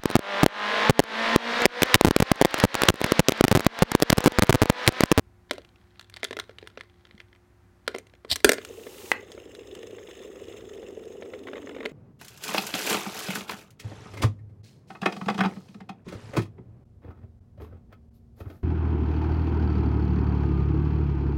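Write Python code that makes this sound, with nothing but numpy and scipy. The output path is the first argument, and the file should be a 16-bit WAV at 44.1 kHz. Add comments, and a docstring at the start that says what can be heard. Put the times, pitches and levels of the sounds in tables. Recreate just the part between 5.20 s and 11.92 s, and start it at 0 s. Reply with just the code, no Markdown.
"""A small room with a faint hum; the microphone is close to a plastic spinning top on a wooden floor.
First the top is fitted to its launcher with small clicks and knocks. At 3.1 s the cord rips over the gear,
the top drops and bounces, and a loose piece skids away to clack against something further off.
The top spins on, slowing: its tip drums the board, and its rubbed shell beams at the microphone twice a
turn. Just after 6 s it leans and scrapes until its rim strikes the floor."""
import sys
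import numpy as np
from scipy import signal
from scipy.fft import rfft, irfft
from scipy.io import wavfile
from scipy.ndimage import uniform_filter1d

SR = 44100
rng = np.random.default_rng(int(sys.argv[2]) if len(sys.argv) > 2 else 0)


def pcm_store(signal):
    """Save signal as 16-bit PCM."""
    levels = np.round(np.clip(np.atleast_2d(signal), -1, 1) * 32767)
    wavfile.write(sys.argv[1], SR, levels.astype(np.int16).T)


N = 296352
T = np.arange(N) / SR
BLOW_T = T[:4096]  # time within one blow
SPIN_FROM_S, CLACK_S, WOBBLE_S, RIM_STRIKE_S = 3.33, 3.9168, 6.25, 6.658


def undb(db):
    """Decibels to gain."""
    return 10 ** (np.asarray(db) / 20)


def unit(x):
    """Scale to rms 1."""
    return x / np.sqrt(np.mean(x ** 2))


def fade(t, t60):
    """Exponential decay, 60 dB in t60 seconds."""
    return np.exp(-np.log(1000) * t / t60)


def gate(start, end, ramp):
    """1 between start and end, with straight ramps outside."""
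    return np.clip(np.minimum(T - start, end - T) / ramp + 1, 0, 1)


def add(out, s, x):
    """Mix x into out at time s."""
    i = int(s * SR)
    out[i:i + len(x)] += x[:N - i]


def colour(x, points, size=4096):
    """Minimum-phase filter through (frequency [Hz], gain [dB]) points."""
    hz, db = np.transpose(points)
    bin_hz = np.arange(size // 2 + 1) * SR / size
    gain = undb(np.interp(np.log(bin_hz + 1), np.log(hz), db))
    cepstrum = irfft(np.log(gain))
    cepstrum[1:size // 2] *= 2
    cepstrum[size // 2 + 1:] = 0
    return signal.fftconvolve(x, irfft(np.exp(rfft(cepstrum))))[:len(x)]


def band(x, hz, width):
    """Two-pole resonance, gain 1 at the centre."""
    return signal.lfilter(*signal.iirpeak(hz, hz / width, fs=SR), x)


def highpass(x, hz):
    """Second-order bass cut."""
    return signal.sosfilt(signal.butter(2, hz, "high", fs=SR, output="sos"), x)


def wander(per_s, size=N):
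    """Smooth random drift, rms 1."""
    k = int(SR / per_s)
    steps = np.repeat(rng.standard_normal(size // k + 1), k)
    return unit(uniform_filter1d(steps, k)[:size])


def moments(start, end, per_s):
    """Irregular times, about per_s a second."""
    slots = np.arange(start, end, 1 / per_s)
    return np.minimum(slots + rng.random(len(slots)) / per_s, end)


def lobe(turns):
    """A narrow bump, 0 to 1, once a turn."""
    return np.exp(2 * np.pi * (np.cos(2 * np.pi * turns) - 1))


# still air in the room: (frequency [Hz], relative level [dB])
AIR_SPECTRUM = [(20, -23), (35, -20), (60, -10), (100, -5.5), (140, -19), (185, -16.5), (280, -20),
                (430, -28), (760, -28.5), (1000, -29), (1800, -32), (3000, -41.5), (6000, -46),
                (16000, -53.5)]
# tones of an appliance, at the microphone: (frequency [Hz], level [dB])
HUM_TONES = [(59.2, -67), (102.3, -66), (180, -74.5), (355.3, -68), (764.4, -82)]


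def room_tone(air_db=-59):
    """All around the microphone: still air and the wavering hum of an appliance."""
    air = unit(colour(rng.standard_normal(N), AIR_SPECTRUM)) * undb(air_db + wander(3.9))
    hum = np.zeros(N)
    for hz, db in HUM_TONES:
        amplitude = np.sqrt(2) * undb(db + 1.4 * wander(3.2))
        hum += amplitude * np.sin(2 * np.pi * hz * T + 0.29 * wander(9.1))
    return air + hum


# what the walls send back: (frequency [Hz], gain [dB])
WALL_SPECTRUM = [(100, -12), (250, 0), (500, -3), (1000, -5), (2000, -2), (4000, -5.5), (8000, -6.5),
                 (16000, -5)]


def room_echo(x, delay_s=0.006, low_t60=.27, high_t60=.22):
    """Diffuse echo of a small furnished room; the treble dies first."""
    t = T[:SR // 2]
    noise = rng.standard_normal(len(t))
    low = signal.sosfilt(signal.butter(1, 2500, fs=SR, output="sos"), noise)
    tail = low * fade(t, low_t60) + (noise - low) * fade(t, high_t60)
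    tail *= np.clip(t / delay_s - 1, 0, 1)
    return signal.fftconvolve(x, colour(unit(tail) / np.sqrt(len(t)), WALL_SPECTRUM))[:N]


# hand and toy on the floor nearby: (time [s], level [dB], frequency [Hz], t60 [s])
FLOOR_THUMPS = [(0.069, -44, 81, .12), (1.945, -41, 207, 0.051), (3.116, -30.5, 78, 0.13),
                (3.244, -24, 55, 0.1)]


def thumps():
    """Soft pushes on the floor, each one low damped tone."""
    out, t = np.zeros(N), T[:SR // 4]
    for s, db, hz, t60 in FLOOR_THUMPS:
        add(out, s, undb(db) * fade(t, t60) * np.sin(2 * np.pi * hz * t))
    return out


def ring(modes, detune):
    """Damped modes; each blow lands elsewhere and shifts them a little."""
    out = np.zeros(len(BLOW_T))
    for hz, db, t60 in modes:
        shifted_hz = hz * (1 + detune * rng.standard_normal())
        out += undb(db) * fade(BLOW_T, t60) * np.sin(2 * np.pi * shifted_hz * BLOW_T)
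    return out


# the floorboard under the toy: (frequency [Hz], relative level [dB], t60 [s])
BOARD_MODES = [(263.6, -8, 0.034), (335, -6, 0.021), (463, 3, 0.024), (534, 0.5, 0.019),
               (689, -6.5, 0.0097)]


def board(rise_s, shudder_db=-16, shudder_t60=.13, cut_hz=280):
    """The floorboard gives, rings briefly and shudders on; it radiates little bass."""
    tremor = rng.standard_normal(len(BLOW_T)) * fade(BLOW_T, shudder_t60)
    shudder = undb(shudder_db) * unit(colour(tremor, DRUM_SPECTRUM))
    wood = unit(ring(BOARD_MODES, detune=0.065)) + shudder
    return unit(highpass(wood * (1 - np.exp(-BLOW_T / rise_s)), cut_hz))


def crack(t60, tail_db, tail_t60, chatter_db=5, rise_s=0.00044):
    """Crowded modes of stiff plastic: a hard burst, then loose parts chatter and die away."""
    chatter = undb(chatter_db * (wander(450, size=len(BLOW_T)) - 2))
    envelope = fade(BLOW_T, t60) + undb(tail_db) * chatter * fade(BLOW_T, tail_t60)
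    return rng.standard_normal(len(BLOW_T)) * envelope * (1 - np.exp(-BLOW_T / rise_s))


# the plastic shell, and the tick of a sharp edge, from close by: (frequency [Hz], relative level [dB])
SHELL_SPECTRUM = [(300, -20), (700, -5.5), (950, -1), (1400, 2.5), (2000, 4.5), (2600, -4), (3300, 2),
                  (4300, -1.5), (5600, -12), (7500, -24.5), (12000, -52)]
EDGE_SPECTRUM = [(2500, -42), (5000, 0.5), (6200, -1.5), (7600, -2.5), (9000, -0.5), (10300, -9.5),
                 (11500, -9), (13000, -11), (16000, -16)]


def tap(ring_hz, knock_db, edge_db, shudder_db=-16, ring_q=3.6):
    """A contact jolts the shell, favours one group of its modes and, a moment later, bends the board."""
    shell = unit(colour(crack(0.0078, -13.5, 0.04), SHELL_SPECTRUM))
    favoured = band(crack(0.0039, -19, 0.019), ring_hz, ring_hz / ring_q)
    tone = unit(band(favoured, ring_hz, ring_hz / 2))
    tick = undb(edge_db) * unit(colour(crack(0.0056, -11.5, 0.034), EDGE_SPECTRUM))
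    knock = undb(knock_db) * board(0.0019, shudder_db)
    return undb(-29.7) * (shell + tone) + undb(-16) * tick + undb(-17) * knock


# fingers at work on the top and its launcher: (start [s], end [s])
HANDLING_SPANS = [(0.55, 2.15), (2.75, 3.25)]


def touches(gain_db=-45.5, spread_db=3, ring_hz=2150):
    """Faint clicks at random while the parts are handled near the microphone."""
    out = np.zeros(N)
    for start, end in HANDLING_SPANS:
        for s in moments(start, end, per_s=7):
            size, pitch = rng.standard_normal(2)
            click = tap(ring_hz * np.exp(.15 * pitch), knock_db=-20, edge_db=-32)
            add(out, s, undb(gain_db + spread_db * size) * click)
    return out


# close plastic clicks: (time [s], gain [dB], ring [Hz], floor knock gain [dB], sharp edge gain [dB])
PLASTIC_TAPS = [(0.31, -7.5, 1800, -13, -25), (0.313, -21, 4260, -2.5, -30), (0.333, -31.5, 2080, -5, -14),
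                (0.381, -28.5, 3000, -1.5, -25), (0.448, -37.5, 3020, -20, -27),
                (0.795, -26.5, 3840, -40, -26), (0.811, -29.5, 3430, -40, -23),
                (0.898, -33.5, 2110, -39, -17.5), (0.94, -28, 4030, -23, -26), (0.963, -29, 3830, -25, -22),
                (0.968, -24, 2290, -32, -27), (1.031, -12, 2060, -13.5, -33),
                (1.043, -19, 3830, -26, -10.5), (1.048, -14.5, 3330, -22, -32), (1.109, -22, 1840, -4, -27),
                (1.129, -21, 1900, -13.5, -28), (1.168, -19.5, 2060, -9, -27),
                (1.189, -17.5, 1700, -18.5, -28), (1.198, -15, 3370, -32, -22),
                (1.294, -34.5, 1390, 0, -34), (1.385, -26.5, 2980, -22, -35), (1.427, -36, 2000, 0.5, -45),
                (1.473, -26.5, 1310, -21, -23), (1.574, -24.5, 1830, -6.5, -45),
                (1.609, -24, 1810, -40, -32), (1.852, -36, 2030, -25, -40), (1.91, -37, 1990, -18, -42),
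                (1.979, -37, 2100, -19, -35), (2.002, -28, 2270, -27, -35), (2.129, -41.5, 1950, -20, -43),
                (2.6778, -8.5, 1350, -11, -23), (2.744, -28.5, 1500, -5, -45),
                (2.748, -21, 1960, -2.5, -26.5), (2.761, -28, 2020, -5, -21), (2.784, -28.5, 2080, -6, -11),
                (2.869, -43, 2680, -12, -17.5), (2.937, -41, 2000, -6.5, -31),
                (3.048, -31.5, 1130, -2, -30.5), (3.158, -17, 3440, -38, -11),
                (3.161, -19.5, 2060, -18, -12), (3.203, -29.5, 2250, -18, -18.5),
                (3.383, -22, 2230, -5, -44), (3.449, -26, 2520, -18, -12.5), (4.118, -30.5, 3580, -9, -17),
                (4.35, -33.5, 3560, -10, -17), (4.551, -33, 3000, -19, -14.5), (6.658, -15, 2050, -10, -28)]


def taps(settle_db=-43, settle_share=.3, settle_from_s=.011, settle_within_s=.035):
    """The distinct clicks and knocks; after each, the parts settle with a small click."""
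    out = np.zeros(N)
    mean_db = np.mean([row[1] for row in PLASTIC_TAPS])
    for s, db, hz, knock_db, edge_db in PLASTIC_TAPS:
        add(out, s, undb(db) * tap(hz, knock_db, edge_db))
        later_s = min(s + settle_from_s + settle_within_s * rng.random(), T[-1])
        later_db = settle_db + settle_share * (db - mean_db)
        add(out, later_s, undb(later_db) * tap(hz, knock_db=-18, edge_db=-25))
    return out


def fiddling(clicks, creak_db=-17, rustle_db=-73, grain_db=7, reach_s=0.029):
    """Before the pull, parts slide and creak around each click; fingers rustle as they seat the top."""
    k = int(reach_s * SR)
    strain = uniform_filter1d(uniform_filter1d(np.abs(clicks), k), k)
    grains = rng.standard_normal(N) * undb(grain_db * np.clip(wander(350), -3, 2.5))
    creak = undb(creak_db) * strain * gate(0, 3.08, 0.04)
    rustle = undb(rustle_db) * gate(0.63, 1.92, .2)
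    return unit(colour(grains, SHELL_SPECTRUM)) * (creak + rustle)


def specks(gain_db=-45, spread_db=3):
    """The spinning tip ticks against specks of grit, at random."""
    out = np.zeros(N)
    for s in moments(SPIN_FROM_S, WOBBLE_S, per_s=6):
        gain = undb(gain_db + spread_db * rng.standard_normal())
        add(out, s, gain * tap(ring_hz=3200, knock_db=-8, edge_db=-16))
    return out


# hard plastic dragged on wood: (frequency [Hz], relative level [dB])
RASP_SPECTRUM = [(200, -26), (400, -14), (750, -10), (1100, -2), (1650, -3), (2130, 2), (2650, -9),
                 (3200, -8), (3900, -14), (4500, -27), (12000, -41)]


def scrape(rasp_db, knock_db, swell_s=0.0022):
    """A leaning top drags for a few milliseconds: a soft-edged rasp that pushes on the board."""
    drag = rng.standard_normal(len(BLOW_T)) * BLOW_T * np.exp(-BLOW_T / swell_s)
    rasp = unit(colour(drag, RASP_SPECTRUM))
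    return undb(rasp_db - 13) * rasp + undb(knock_db - 12) * board(rise_s=0.006)


# the leaning top meets the floor, close by: (time [s], rasp gain [dB], floor knock gain [dB])
HARD_SCRAPES = [(3.666, -44, -34), (4.176, -47, -37.5), (4.783, -46, -38), (4.886, -51.5, -38.5),
                (6.022, -42, -32.5), (6.135, -40, -33.5), (6.27, -38, -36), (6.284, -38, -37.5),
                (6.332, -38, -30.5), (6.355, -40.5, -47), (6.492, -41.5, -39), (6.564, -43, -32.5),
                (6.604, -37, -32), (6.629, -39.5, -40), (6.653, -31, -29)]


def scrapes(spread_db=3):
    """Hard scrapes, and light random grazes: rare while the top is upright, a rattle once it wobbles."""
    out = np.zeros(N)
    for s, rasp_db, knock_db in HARD_SCRAPES:
        add(out, s, scrape(rasp_db, knock_db))
    upright, wobbling = (SPIN_FROM_S, WOBBLE_S, 3, -54), (WOBBLE_S, RIM_STRIKE_S, 25, -45.5)
    for start, end, per_s, rasp_db in (upright, wobbling):
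        for s in moments(start, end, per_s):
            add(out, s, undb(spread_db * rng.standard_normal()) * scrape(rasp_db, knock_db=-39))
    return out


# the loose piece sliding off across the floor: (frequency [Hz], relative level [dB])
SKID_SPECTRUM = [(400, -25), (800, 9), (1500, -1.5), (3600, 2), (4600, 0.5), (6300, 1), (8000, 1),
                 (10400, -2), (16000, -1.5)]


def skid(start_s=3.42, end_db=-45, rise_db_per_s=33):
    """Smooth plastic hisses over the grain, louder and louder until it strikes."""
    hiss = unit(colour(rng.standard_normal(N), SKID_SPECTRUM))
    db = end_db - rise_db_per_s * np.maximum(CLACK_S - T, 0)
    return hiss * undb(db + 0.5 * wander(36)) * gate(start_s, CLACK_S, .03)


# the ring of the loose piece as it stops: (frequency [Hz], relative level [dB], t60 [s])
CLACK_MODES = [(350, -17, .03), (920, -5, .013), (1280, -2, .013), (1480, -4, .012), (1850, -4, .012),
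               (2060, -1, .012), (2430, -11, .012), (4200, -9, .008)]


def clack(cut_hz=320):
    """Further from the microphone, the skidding piece hits something hard and rings."""
    out = np.zeros(N)
    tone = undb(-27) * unit(ring(CLACK_MODES, detune=.01))
    burst = undb(-29) * unit(colour(crack(.016, -22, .035), RASP_SPECTRUM))
    tick = undb(-50) * unit(colour(crack(0.0029, -29, .02), EDGE_SPECTRUM))
    add(out, CLACK_S, highpass(tone + burst, cut_hz) + tick)
    return out


# the toothed cord in the launcher, close up: (frequency [Hz], relative level [dB])
CORD_SPECTRUM = [(88, -38), (150, -8.5), (457, -20), (649, -11), (1480, -26), (1720, -12), (2270, -13),
                 (4490, 0), (6640, -24), (8070, -13.5), (11700, -24), (14200, -21), (16000, -36)]
# two tugs on the cord: (time [s], hold [s], level [dB])
CORD_TUGS = [(3.103, 0.0027, -30.5), (3.1188, .011, -23.5)]


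def cord_rip(tooth_hz=420, rise_db_per_s=2300, fall_db_per_s=1550, catch_s=3.1138, catch_db=-15):
    """The cord's teeth snap over the gear in two tugs; between them one tooth catches hard."""
    teeth_passed = np.cumsum(tooth_hz * (1 + .2 * wander(150))) / SR
    snaps = np.exp(-1.4 * (teeth_passed % 1)) * rng.standard_normal(N)
    pull = np.zeros(N)
    for s, hold_s, db in CORD_TUGS:
        before_s, after_s = np.maximum(s - T, 0), np.maximum(T - s - hold_s, 0)
        pull += undb(db - rise_db_per_s * before_s - fall_db_per_s * after_s)
    catch = undb(catch_db) * fade(np.abs(T - catch_s), t60=0.011) * (T >= catch_s)
    return unit(colour(snaps, CORD_SPECTRUM)) * (pull + catch)


def landing(start_s=3.245, gain_db=9.5, step_db=-8, first_flight_s=.047, restitution=.555):
    """The top drops from the launcher and bounces, each flight shorter and each blow softer."""
    out, s = np.zeros(N), start_s
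    for bounce in range(5):
        blow = tap(ring_hz=1600, knock_db=-8.5, edge_db=-14, shudder_db=-22)
        add(out, s, undb(gain_db + bounce * step_db) * blow)
        s += first_flight_s * restitution ** bounce
    return out


# resonances of the rubbed top: (frequency [Hz], width [Hz], gain [dB], faces the microphone at [turns])
RUB_MODES = [(1300, 600, -4, -.06), (1800, 400, -4, -.02), (2830, 360, 0, .01), (3500, 400, -2.5, .02),
             (5250, 300, -10.5, .03), (6600, 520, -6, -.01), (7250, 480, -7.5, .44), (8200, 700, -14, .74),
             (10200, 1800, -28, .02), (15000, 2000, -27, .44)]


def rubbing(turns, press_db=4, beam_db=6, flutter_db=2.6):
    """The crooked tip rubs harder once a turn and rings the shell, whose beams sweep the microphone."""
    grit = rng.standard_normal(N) * undb(press_db * lobe(turns) + 2.6 * wander(2500) + 1.8 * wander(90))
    grit *= undb(7 * np.clip(wander(500) - 1.5, 0, 1.3))  # now and then dust ticks under the tip
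    rub = undb(-24) * highpass(grit, 1000)
    for hz, width, db, facing in RUB_MODES:
        mode = grit * undb(flutter_db * wander(160))
        for _ in range(3):
            mode = band(mode, hz, 2 * width)
        rub += undb(db + beam_db * lobe(turns - facing)) * mode
    return unit(rub)


# the drummed board, and its deeper sound under the slower top: (frequency [Hz], relative level [dB])
DRUM_SPECTRUM = [(100, -47.5), (170, -20.5), (255, -11), (320, -9), (385, -1), (440, -0.5), (500, -6),
                 (600, -16), (780, -24), (1100, -43), (2400, -65)]
DEEP_DRUM_SPECTRUM = [(100, -38), (170, -16.5), (260, 1.5), (340, -0.5), (440, -1), (520, -15.5),
                      (620, -15), (780, -21), (1100, -25), (2400, -70.5)]


def drumming(turns, bump_db=2.6, swing_db=3.1):
    """The tip rolls over tiny bumps that drum the board, swelling once a turn and deepening late on."""
    bumps = rng.standard_normal(N) * undb(bump_db * wander(220) - swing_db * np.cos(2 * np.pi * turns))
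    early, deep = unit(colour(bumps, DRUM_SPECTRUM)), unit(colour(bumps, DEEP_DRUM_SPECTRUM))
    deep_share = gate(6.57, np.inf, ramp=0.66)
    return (1 - deep_share) * early + deep_share * deep


def spinning_top(start_turns_per_s=27.75, slowing_s=13.2, facing_s=4.9943, lift_db=-8, rough_db=3.5):
    """Close to the microphone the spin slows exponentially: the drumming grows and the rubbing eases."""
    speed = start_turns_per_s * np.exp(-(T - SPIN_FROM_S) / slowing_s)
    speed_lost = start_turns_per_s - speed
    turns = np.cumsum(speed) / SR
    turns -= np.interp(facing_s, T, turns)  # at facing_s the rubbing side faces the microphone
    rough_patch = np.exp(-((T - 5.1) / 0.5) ** 2)  # the tip crosses a rough spot in the floor
    rub_db = -56 - 0.5 * speed_lost + rough_db * rough_patch
    lifted = T > RIM_STRIKE_S  # the rim's strike lifts the top off the board
    drum_db = -47.5 + 0.96 * speed_lost + lift_db * lifted
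    whirr = undb(rub_db) * rubbing(turns) + undb(drum_db) * drumming(turns)
    return gate(SPIN_FROM_S, np.inf, ramp=0.022) * whirr


def scene(near_echo_db=-16, far_echo_db=-12, reflection_db=-9, reflection_s=0.0029):
    """One microphone: close clicks get an early reflection; the clack, further off, gets more room."""
    clicks = taps() + touches() + cord_rip() + landing()
    reflection = undb(reflection_db) * np.interp(T - reflection_s, T, clicks)
    handling = clicks + reflection + fiddling(clicks) + thumps()
    near = handling + spinning_top() + specks() + scrapes() + skid()
    far = clack()
    echo = room_echo(undb(near_echo_db) * near + undb(far_echo_db) * far)
    return (near + far + echo + room_tone())[None]


def record(dry, ceiling=.6, bass_hz=40, treble_hz=15900):
    """The phone's microphone clips the hardest blows; deep bass and the highest treble are cut."""
    clipped = np.clip(dry, -ceiling, ceiling)
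    treble_cut = signal.ellip(8, .2, 70, treble_hz, fs=SR, output="sos")
    return signal.sosfilt(treble_cut, highpass(clipped, bass_hz))


dry = scene()
out = record(dry)
pcm_store(out)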